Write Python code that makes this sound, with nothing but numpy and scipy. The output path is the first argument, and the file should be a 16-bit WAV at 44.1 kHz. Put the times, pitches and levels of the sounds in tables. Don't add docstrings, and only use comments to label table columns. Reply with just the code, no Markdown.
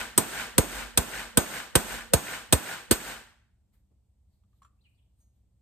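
import sys
import numpy as np
from scipy import signal
from scipy.fft import rfft, irfft, next_fast_len
from scipy.io import wavfile
from scipy.ndimage import uniform_filter1d, minimum_filter1d

SR = 44100
rng = np.random.default_rng(int(sys.argv[2]) if len(sys.argv) > 2 else 0)


def dump(signal):
    limited = np.clip(np.atleast_2d(signal).T, -1, 1)
    pcm = np.round(limited * 32767).astype(np.int16)
    wavfile.write(sys.argv[1], SR, pcm)


N = 247695
TIME = np.arange(N) / SR
AGE = np.arange(SR) / SR

# start in seconds, force in dB, clank in dB,
# thud in dB, thud rise in seconds, thud resting pitch in Hz, hammer ring in dB, floor boom in dB, knock in dB,
# bowl wall in dB, handle in dB, stake in dB, deep emphasis in Hz, bright emphasis in Hz, crush in seconds,
# room in dB.
HAMMER_BLOWS = [(-.225, 4, 2.5, 0, .01, 55, -1, -2, 0, 0, 0, 0, 400, 8500, .007, -0.5),
                (0.1766, 4, -2.5, -0.5, .0068, 75, -13.5, -3, -5, -1, -6.5, 2, 283, 8300, 0.0084, 0.5),
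                (.58, 1.5, 1.5, 3, 0.0096, 55, 1, 6.5, 0.5, -2.5, -3.5, -0.5, 483, 10190, 0.0052, -1),
                (.974, 0.5, 2.5, -2, 0.013, 53.26, -6, 3, -4.5, 0.5, 1.5, 6.5, 452.7, 9970, 0.0057, 0.5),
                (1.372, -1, -0.5, 3, .0072, 47.95, 3.5, -6.5, -2, 2.5, 1.5, -10.5, 403.6, 9340, 0.0065, 0),
                (1.7531, -3.5, 1.5, 3.5, 0.0083, 46.92, -11, 6.5, -3.5, 6, 3.5, -2, 559, 8870, 0.0067, 1),
                (2.1344, -1.8, 0.5, 2.5, 0.012, 63, 0, -4.5, 1.5, 0.5, -7.5, 1.5, 480, 10100, .0075, 1),
                (2.5245, -1.5, 1.5, 2, 0.014, 67.7, -7.5, -13, 0.5, 1, 6.5, 0.5, 663, 7930, 0.0084, 0),
                (2.91, -8.5, 2.5, 2.5, 0.01, 42.06, 4.5, 4.5, 5, 6.5, 4, -0.5, 310, 8300, 0.014, 4.5)]

# pitch in Hz, level in dB, time to fall 60 dB in seconds.
BOWL_KNOCK_MODES = [(156, -4.5, 0.038), (231, -1, 0.06), (277, -7, 0.047), (334, -3, 0.05),
                    (370, 0.5, 0.034), (454.9, -0.5, 0.06), (523.4, 4.5, 0.036), (657, -6, 0.054),
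                    (873, -9, 0.024)]
HAMMER_HEAD_MODES = [(6621, 0, .25)]
FLOOR_MODES = [(47, -3, 0.6), (57.1, -13, 0.77), (231, -13.5, .8)]
BOWL_WALL_MODES = [(995, -1, .09), (1200, -2, .05), (1260, 0, .07), (1538, 0, .08), (2100, -3, .04)]
HANDLE_MODES = [(2503, -2, .06), (2830, -4, .04), (3300, -1, .04), (3450, -1, .035), (3530, 2, .05),
                (3680, -3, .04), (4130, -5, .04)]
STAKE_MODES = [(5250, -6, .04), (5858, -3, .05), (7135, -7, .06)]
RIVET_MODES = [(7970, -3, .04), (8125, 1, .055), (8290, -3, .04), (8660, -4, .04), (8775, -1, .05),
               (9020, -4, .035), (9280, -3, .05), (9580, -3, .035), (9950, -2, .04), (10320, -1, .045),
               (10560, -6, .03), (11290, -11, .07), (12087, -8, .04), (12367, -6, .04), (12760, -11, .05),
               (13556, -10, .04), (14130, -9, .04), (15300, -9, .025)]
LOOSE_METAL_MODES = [(1435, -2, .12), (1523, -2, .14), (1610, -5, .06), (1701, -2, .09), (1927, -5, .06),
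                     (2336, -5, .06), (2557, -8, .05), (2826, -7, .04), (3295, -8, .04)]
BOWL_TOUCH_MODES = [(1114, -1, .06), (1335, -3, .08), (1723, -15, .16), (2600, -24, .35), (3310, -10, .1),
                    (4130, -15, .1), (5860, -16, .12), (7230, -15, .15), (8750, -16, .17)]
FREE_BOWL_MODES = [(3000, -9, .3), (5900, -3, .45), (6550, 2, .4)]

# frequency in Hz, density in dB per Hz.
CLANK_COLOUR = [(100, -16.5), (300, 2), (700, 0), (1400, -2.5), (2100, -4), (3400, -1.5), (4700, -3.5),
                (5600, -7.5), (6500, -2.5), (8000, -9.5), (12000, -39.5)]
CRACK_COLOUR = [(2000, -38.5), (7200, -11.5), (8100, 3), (9000, 1), (10300, -3), (11000, -12.5),
                (12300, -0.5), (13200, -5.5), (14500, -6), (15600, -5.5), (16500, -26)]
SHUDDER_COLOUR = [(60, -12), (200, 4.5), (500, -1), (1000, -1.5), (1600, -16.5), (4000, -30.5)]
SCUFF_COLOUR = [(600, -32), (1350, -9.5), (1700, 2.5), (2400, 2.5), (3200, -9.5), (6000, -15.5),
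                (14000, -32)]
ROOM_COLOUR = [(40, -19), (120, -2), (300, 2), (800, 3), (1200, -1), (1550, 3.5), (2000, -0.5),
               (3200, -2.5), (5200, -7.5), (7300, -4), (8900, 1.5), (10500, -12), (13000, -2),
               (15600, -16.5), (16200, -30.5)]
QUIET_COLOUR = [(20, -26), (43, -5.5), (65, 0), (123, -7.5), (150, -21), (193, -12), (230, -21.5),
                (390, -31), (740, -33.5), (1500, -49), (3000, -46), (6000, -48), (8400, -44), (15500, -55)]
TAP_COLOUR = [(290, -44.5), (500, -18), (860, -22), (1150, 5.5), (1600, -16), (2200, -23), (2600, -21),
              (3500, -25), (4600, -30), (6000, -35), (6600, -38), (8700, -24), (14000, -37)]
TICK_COLOUR = [(400, -15), (1500, 0), (3400, 0), (5000, -14), (8500, -9), (15000, -22)]
SKIN_COLOUR = [(1000, -10), (2800, -19), (4200, -10), (5500, -19), (8800, -10), (15000, -10)]
BUMP_COLOUR = [(100, -14), (350, 5), (550, -5), (1000, -20), (4000, -35)]

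# frequency in Hz, time to fall 60 dB in seconds.
ROOM_T60 = [(100, .5), (400, 0.45), (1500, 0.56), (5000, 0.51), (9000, 0.42), (14000, .39)]

# frequency in Hz, left-right likeness from -1 to 1.
NEAR_LIKENESS = [(100, 0.66), (280, 0.9), (1400, 0.65), (2400, 0.24), (4500, .4), (6500, .75), (8000, 0.96)]
# frequency in Hz, left-right likeness from -1 to 1.
ROOM_LIKENESS = [(130, 0.95), (700, 0.3), (1500, 0.75), (3000, 0.25), (5500, 0.15), (6500, .5),
                 (7500, 0.96)]
# frequency in Hz, left minus right in dB.
NEAR_BALANCE = [(60, -.5), (110, -2), (200, -7), (400, -4.5), (1200, -.5), (2400, -3), (5000, -3.5),
                (8000, 0)]
# frequency in Hz, lead of the left in radians.
NEAR_LEAD = [(40, -0.11), (80, -0.75), (500, -1.1), (750, 0.3)]
# frequency in Hz, lead of the left in radians.
LEFT_LEAD = [(1400, 0), (2330, .9), (4200, 1.1), (5000, 3.4), (6500, 4.8), (7900, 6.3), (9000, 7.3),
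             (10500, 9.4), (13000, 12.6), (15400, 15.7)]

# start in seconds, level in dB, time to fall 60 dB
# in seconds.
BOWL_TAPS = [(4.436, -77, .035), (4.53, -80, 0.062), (4.619, -55.5, 0.064), (4.629, -57, 0.038),
             (4.647, -55, 0.065), (4.663, -63, 0.046)]
# start in seconds, length in seconds, first pitch in Hz,
# last pitch in Hz, level in dB, roughness as a fraction of the pitch (rms).
SQUEAKY_SLIPS = [(4.775, .03, 2300, 2850, -84, .03), (4.803, .021, 3200, 4650, -75, .035),
                 (4.817, .014, 4900, 3300, -76, .03), (4.826, .055, 4450, 4100, -81, .05),
                 (4.833, .05, 3400, 2250, -65.5, .055), (4.94, .025, 4100, 4700, -82, .06),
                 (4.968, .042, 3700, 2700, -76, .11), (5.008, .032, 2900, 3600, -83, .09),
                 (5.05, .02, 3200, 2950, -86, .08)]
# peak time in seconds, rise in seconds, fall in seconds,
# level in dB, strongest frequency in Hz.
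HAND_RUBS = [(3.74, .01, 0.046, -73.5, 2200), (4.34, .04, 0.068, -83, 4400), (4.58, 0.059, .04, -82, 3390),
             (4.9, .1, .17, -85, 8600), (5.211, .03, 0.056, -76, 8710), (5.365, .025, 0.041, -85, 3200)]
# start in seconds, level in dB, strongest frequency in Hz.
CLEAR_CLINKS = [(.005, -30, 1544), (0.261, -16, 1410), (.334, -21.5, 1434), (.409, -28, 1696),
                (1.134, -24, 1740), (1.154, -25, 2320), (1.461, -17.5, 1713), (1.554, -29, 1472),
                (1.837, -25.5, 1780), (1.91, -30, 1457), (2.283, -26, 1440), (2.336, -36.5, 1490),
                (2.684, -30, 1492), (2.713, -33.5, 1500), (3.002, -21.5, 1395), (3.098, -44, 1680)]

CRACK_DB, CRACK_DB_PER_S = -0.5, 0.82
CLANK_DB, KNOCK_DB, HAMMER_DB = 3.5, 4.5, -13.5
WALL_DB, HANDLE_DB, STAKE_DB, RIVET_DB = -7.5, -7, -3.5, 0
BRIGHT_DB, BRIGHT_WIDTH_HZ = 7, 1000
DEEP_DB, DEEP_WIDTH_HZ = 7, 110
THUD_DB, THUD_QUICK_CYCLES, THUD_SETTLE_S = 3, 4, .005
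BLOCK_LAG_S = 0.003
ROOM_SAME = .7

RATTLE_DB, RATTLE_FALL_DB_PER_S = -18, 68.5
RATTLE_FROM_S, RATTLE_TO_S = .05, 0.27
SCUFF_DB, SCUFF_T60_S = 2, 0.045

BUMP_S, BUMP_DB, BUMP_T60_S = 3.908, -68, 0.15
GLANCE_S, GLANCE_DB = 5.195, -86
TOUCH_DB, TICK_DB, TICK_T60_S = -11.5, -82, .04
RUB_PEAK_DB, RUB_WIDTH_HZ = 9, 720

LOW_CUT_HZ, TOP_HZ = 18, 16300


def amp(db):
    return 10 ** (np.asarray(db) / 20)


def unit(x):
    return x / np.sqrt(np.mean(x ** 2) + 1e-20)


def along(points, hz):
    f, v = np.transpose(points)
    return np.interp(np.log(hz + 1), np.log(f + 1), v)


def hump(hz, centre, width):
    return np.exp(-.5 * ((hz - centre) / width) ** 2)


def filtered(x, response):
    n = x.shape[-1]
    m = next_fast_len(n + 8192)
    return irfft(rfft(x, m) * response(np.fft.rfftfreq(m, 1 / SR)), m)[..., :n]


def noise(colour, likeness, size):
    hz = np.fft.rfftfreq(size, 1 / SR)
    turn = np.arccos(np.clip(along(likeness, hz), -1, 1)) / 2
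    spectra = rfft(rng.standard_normal((2, size))) * amp(along(colour, hz))
    mid, side = irfft(spectra * [np.cos(turn), np.sin(turn)], size)
    return unit(np.array([mid + side, mid - side]))


def add(track, s, sound):
    start = round(s * SR)
    part = sound[..., max(-start, 0):N - start]
    track[:, max(start, 0):][:, :part.shape[-1]] += part


def ring(modes, attack, scatter_db, detune, jitter):
    hz, db, t60 = np.transpose(modes)[:, :, None]
    size, shift, phase, side = rng.standard_normal((4, len(modes), 1))
    apart = side * np.arccos(np.clip(along(NEAR_LIKENESS, hz), -1, 1)) / 2
    angle = 2 * np.pi * hz * (1 + detune * shift) * AGE + jitter * phase
    onset = 1 - np.exp(-(AGE / attack) ** 2)
    fade = amp(db + scatter_db * size - 60 * AGE / t60) * onset
    return np.array([np.sum(fade * np.sin(angle + turn), axis=0) for turn in (apart, -apart)])


def background():
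    throb = amp(3.7 * np.sin(2 * np.pi * 17.0 * TIME))
    hum = throb * np.sin(2 * np.pi * 62 * TIME)
    return amp(-67.0) * noise(QUIET_COLOUR, ROOM_LIKENESS, size=N) + amp(-72.0) * unit(hum)


def workshop(patchy_db):
    hz, t, z = signal.stft(noise(ROOM_COLOUR, ROOM_LIKENESS, size=SR), SR, nperseg=1024)
    clumps = unit(uniform_filter1d(rng.standard_normal(z.shape), size=6, axis=1))
    fade_db = patchy_db * clumps - 60 * t / along(ROOM_T60, hz)[:, None]
    tail = signal.istft(z * amp(fade_db), SR, nperseg=1024)[1][:, :SR]
    return tail * (1 - np.exp(-AGE / 0.003))


def rubbing():
    out = np.zeros((2, N))
    t = AGE - .5
    for s, rise, fall, db, peak_hz in HAND_RUBS:
        skin = noise(SKIN_COLOUR, ROOM_LIKENESS, size=SR)
        hiss = filtered(skin, lambda hz: amp(RUB_PEAK_DB * hump(hz, peak_hz, RUB_WIDTH_HZ)))
        swell = np.exp(-np.maximum(-t / rise, t / fall))
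        add(out, s - .5, amp(db) * swell * unit(hiss))
    return out


def squeaks(room_db):
    out = np.zeros((2, N))
    for s, length, first_hz, last_hz, db, rough in SQUEAKY_SLIPS:
        u = np.linspace(0, 1, round(length * SR))
        stutter = 1 + rough * unit(uniform_filter1d(rng.standard_normal((2, len(u))), size=28))
        pitch = (first_hz + (last_hz - first_hz) * u) * stutter
        swell = np.sin(np.pi * u * np.sqrt(u))
        add(out, s, amp(db) * swell * np.sin(2 * np.pi * np.cumsum(pitch, axis=1) / SR))
    tail = workshop(patchy_db=2.5)
    room = signal.fftconvolve(out, tail / np.linalg.norm(tail[0]), axes=1)[:, :N]
    return out + amp(room_db) * room


def handling():
    out = np.zeros((2, N))
    bump_fade = amp(BUMP_DB - 60 * AGE / BUMP_T60_S) * (1 - np.exp(-AGE / .004))
    add(out, BUMP_S, bump_fade * noise(BUMP_COLOUR, ROOM_LIKENESS, size=SR))
    for s, db, t60 in BOWL_TAPS:
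        fade = amp(-60 * AGE / t60) + amp(-20.5 - 60 * AGE / 0.42)
        onset = 1 - np.exp(-AGE / 0.00088)
        touch = ring(BOWL_TOUCH_MODES, attack=0.0011, scatter_db=5.0, detune=0.0026, jitter=np.pi)
        add(out, s, amp(db) * noise(TAP_COLOUR, ROOM_LIKENESS, size=SR) * fade * onset)
        add(out, s, amp(db + TOUCH_DB) * touch)
        add(out, s, amp(TICK_DB - 60 * AGE / TICK_T60_S) * noise(TICK_COLOUR, ROOM_LIKENESS, size=SR))
    glance = ring(FREE_BOWL_MODES, attack=.012, scatter_db=5, detune=0, jitter=0)
    add(out, GLANCE_S, amp(GLANCE_DB) * glance)
    return out + squeaks(room_db=-6.5) + rubbing()


def rattle(count):
    out = np.zeros((2, N))
    chatter = []
    for s, force_db, *_ in HAMMER_BLOWS:
        for wait in RATTLE_FROM_S + (RATTLE_TO_S - RATTLE_FROM_S) * rng.random(count):
            db = force_db + RATTLE_DB - RATTLE_FALL_DB_PER_S * wait
            chatter.append((s + wait, db, rng.uniform(1200, 2800)))
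    for s, db, peak_hz in CLEAR_CLINKS + chatter:
        piece = [(hz, level - 6.5 + 5 * hump(hz, peak_hz, 110), t60) for hz, level, t60 in LOOSE_METAL_MODES]
        scuff = amp(SCUFF_DB - 60 * AGE / SCUFF_T60_S) * noise(SCUFF_COLOUR, ROOM_LIKENESS, size=SR)
        clink = ring(piece, attack=0.00075, scatter_db=3, detune=0.0025, jitter=np.pi)
        add(out, s, amp(db - 4.0) * (scuff + clink))
    return out


def burst(attack, crush):
    return (1 - np.exp(-AGE / attack)) / np.hypot(1, (AGE / crush) ** 2) * amp(-60 * AGE / 0.4)


def thump(rise, rest_hz):
    u = AGE / rise
    cycles = rest_hz * AGE + THUD_QUICK_CYCLES * (1 - np.exp(-AGE / THUD_SETTLE_S))
    return (u * np.exp(1 - u)) ** 2 * np.sin(2 * np.pi * cycles)


def hammering():
    near, far = np.zeros((2, N)), np.zeros((2, N))
    answer = workshop(patchy_db=2.5)
    for (s, force_db, clank_db, thud_db, thud_rise, thud_hz, ring_db, boom_db, knock_db,
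         wall_db, handle_db, stake_db, deep_hz, bright_hz, crush, room_db) in HAMMER_BLOWS:
        crack_db = CRACK_DB + CRACK_DB_PER_S * s
        crack = amp(5 + crack_db) * noise(CRACK_COLOUR, NEAR_LIKENESS, size=SR) * burst(0.0011, crush)
        clank = amp(CLANK_DB + clank_db) * noise(CLANK_COLOUR, NEAR_LIKENESS, size=SR) * burst(0.00098, crush)

        rivet = [(hz, db + BRIGHT_DB * hump(hz, bright_hz, BRIGHT_WIDTH_HZ), t60) for hz, db, t60 in RIVET_MODES]
        parts = [(BOWL_WALL_MODES, WALL_DB + wall_db), (HANDLE_MODES, HANDLE_DB + handle_db),
                 (STAKE_MODES, STAKE_DB + stake_db), (rivet, RIVET_DB + crack_db)]
        metal = sum(amp(db) * ring(modes, attack=.001, scatter_db=2, detune=.001, jitter=np.pi)
                    for modes, db in parts)
        head = ring(HAMMER_HEAD_MODES, attack=0.0012, scatter_db=1, detune=0, jitter=0)
        head = amp(HAMMER_DB + ring_db) * head

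        bowl = [(hz, db + DEEP_DB * hump(hz, deep_hz, DEEP_WIDTH_HZ), t60) for hz, db, t60 in BOWL_KNOCK_MODES]
        knock = ring(bowl, attack=0.0043, scatter_db=0.0, detune=0.015, jitter=1.0)
        knock = amp(KNOCK_DB + knock_db) * knock
        thud = amp(THUD_DB + thud_db) * thump(thud_rise, thud_hz)
        boom = ring(FLOOR_MODES, attack=0.017, scatter_db=0.5, detune=.01, jitter=.25)
        boom = amp(-26.0 + boom_db) * boom
        shudder_fade = amp(-5.5 - 60 * AGE / 0.26) * (1 - np.exp(-AGE / 0.0057))
        shudder = shudder_fade * noise(SHUDDER_COLOUR, ROOM_LIKENESS, size=SR)

        add(near, s, amp(force_db) * (crack + clank + metal + head + knock + thud + shudder))
        add(near, s + BLOCK_LAG_S, amp(force_db) * boom)
        tail = np.sqrt(ROOM_SAME) * answer + np.sqrt(1 - ROOM_SAME) * workshop(patchy_db=0.5)
        add(far, s, amp(force_db + room_db - 9.5) * tail)
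    half = np.array([[.5], [-.5]])
    placed = filtered(near, lambda hz: amp(half * along(NEAR_BALANCE, hz)) * np.exp(1j * half * along(NEAR_LEAD, hz)))
    return far + placed


def scene():
    sound = hammering() + rattle(count=5) + handling() + background()
    return filtered(sound, lambda hz: np.exp(.5j * along(LEFT_LEAD, hz) * np.array([[1], [-1]])))


def gain_control(x, ceiling_db, hold, release_db):
    power = np.abs(uniform_filter1d(np.mean(x ** 2, axis=0), size=128))
    over = np.maximum(20 * np.log10(np.sqrt(power) + 1e-9) - ceiling_db, 0)
    span = max(int(hold * SR), 2)
    held = -minimum_filter1d(-over, span, origin=(span - 1) // 2, mode="constant")
    cut = np.maximum.accumulate(held + release_db * TIME) - release_db * TIME
    gain_db = uniform_filter1d(minimum_filter1d(-cut, size=128), size=64)
    return x * amp(gain_db)


def record(dry):
    top = amp(36.0)
    low_cut = signal.butter(2, LOW_CUT_HZ, "highpass", fs=SR, output="sos")
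    picked_up = signal.sosfilt(low_cut, dry)
    passed = top * np.tanh(picked_up / top)
    levelled = gain_control(passed, ceiling_db=-10.5, hold=0.081, release_db=156.5)
    return filtered(levelled, lambda hz: 1 / np.sqrt(1 + np.minimum(hz / TOP_HZ, 2) ** 200))


dry = scene()
out = record(dry)
dump(out)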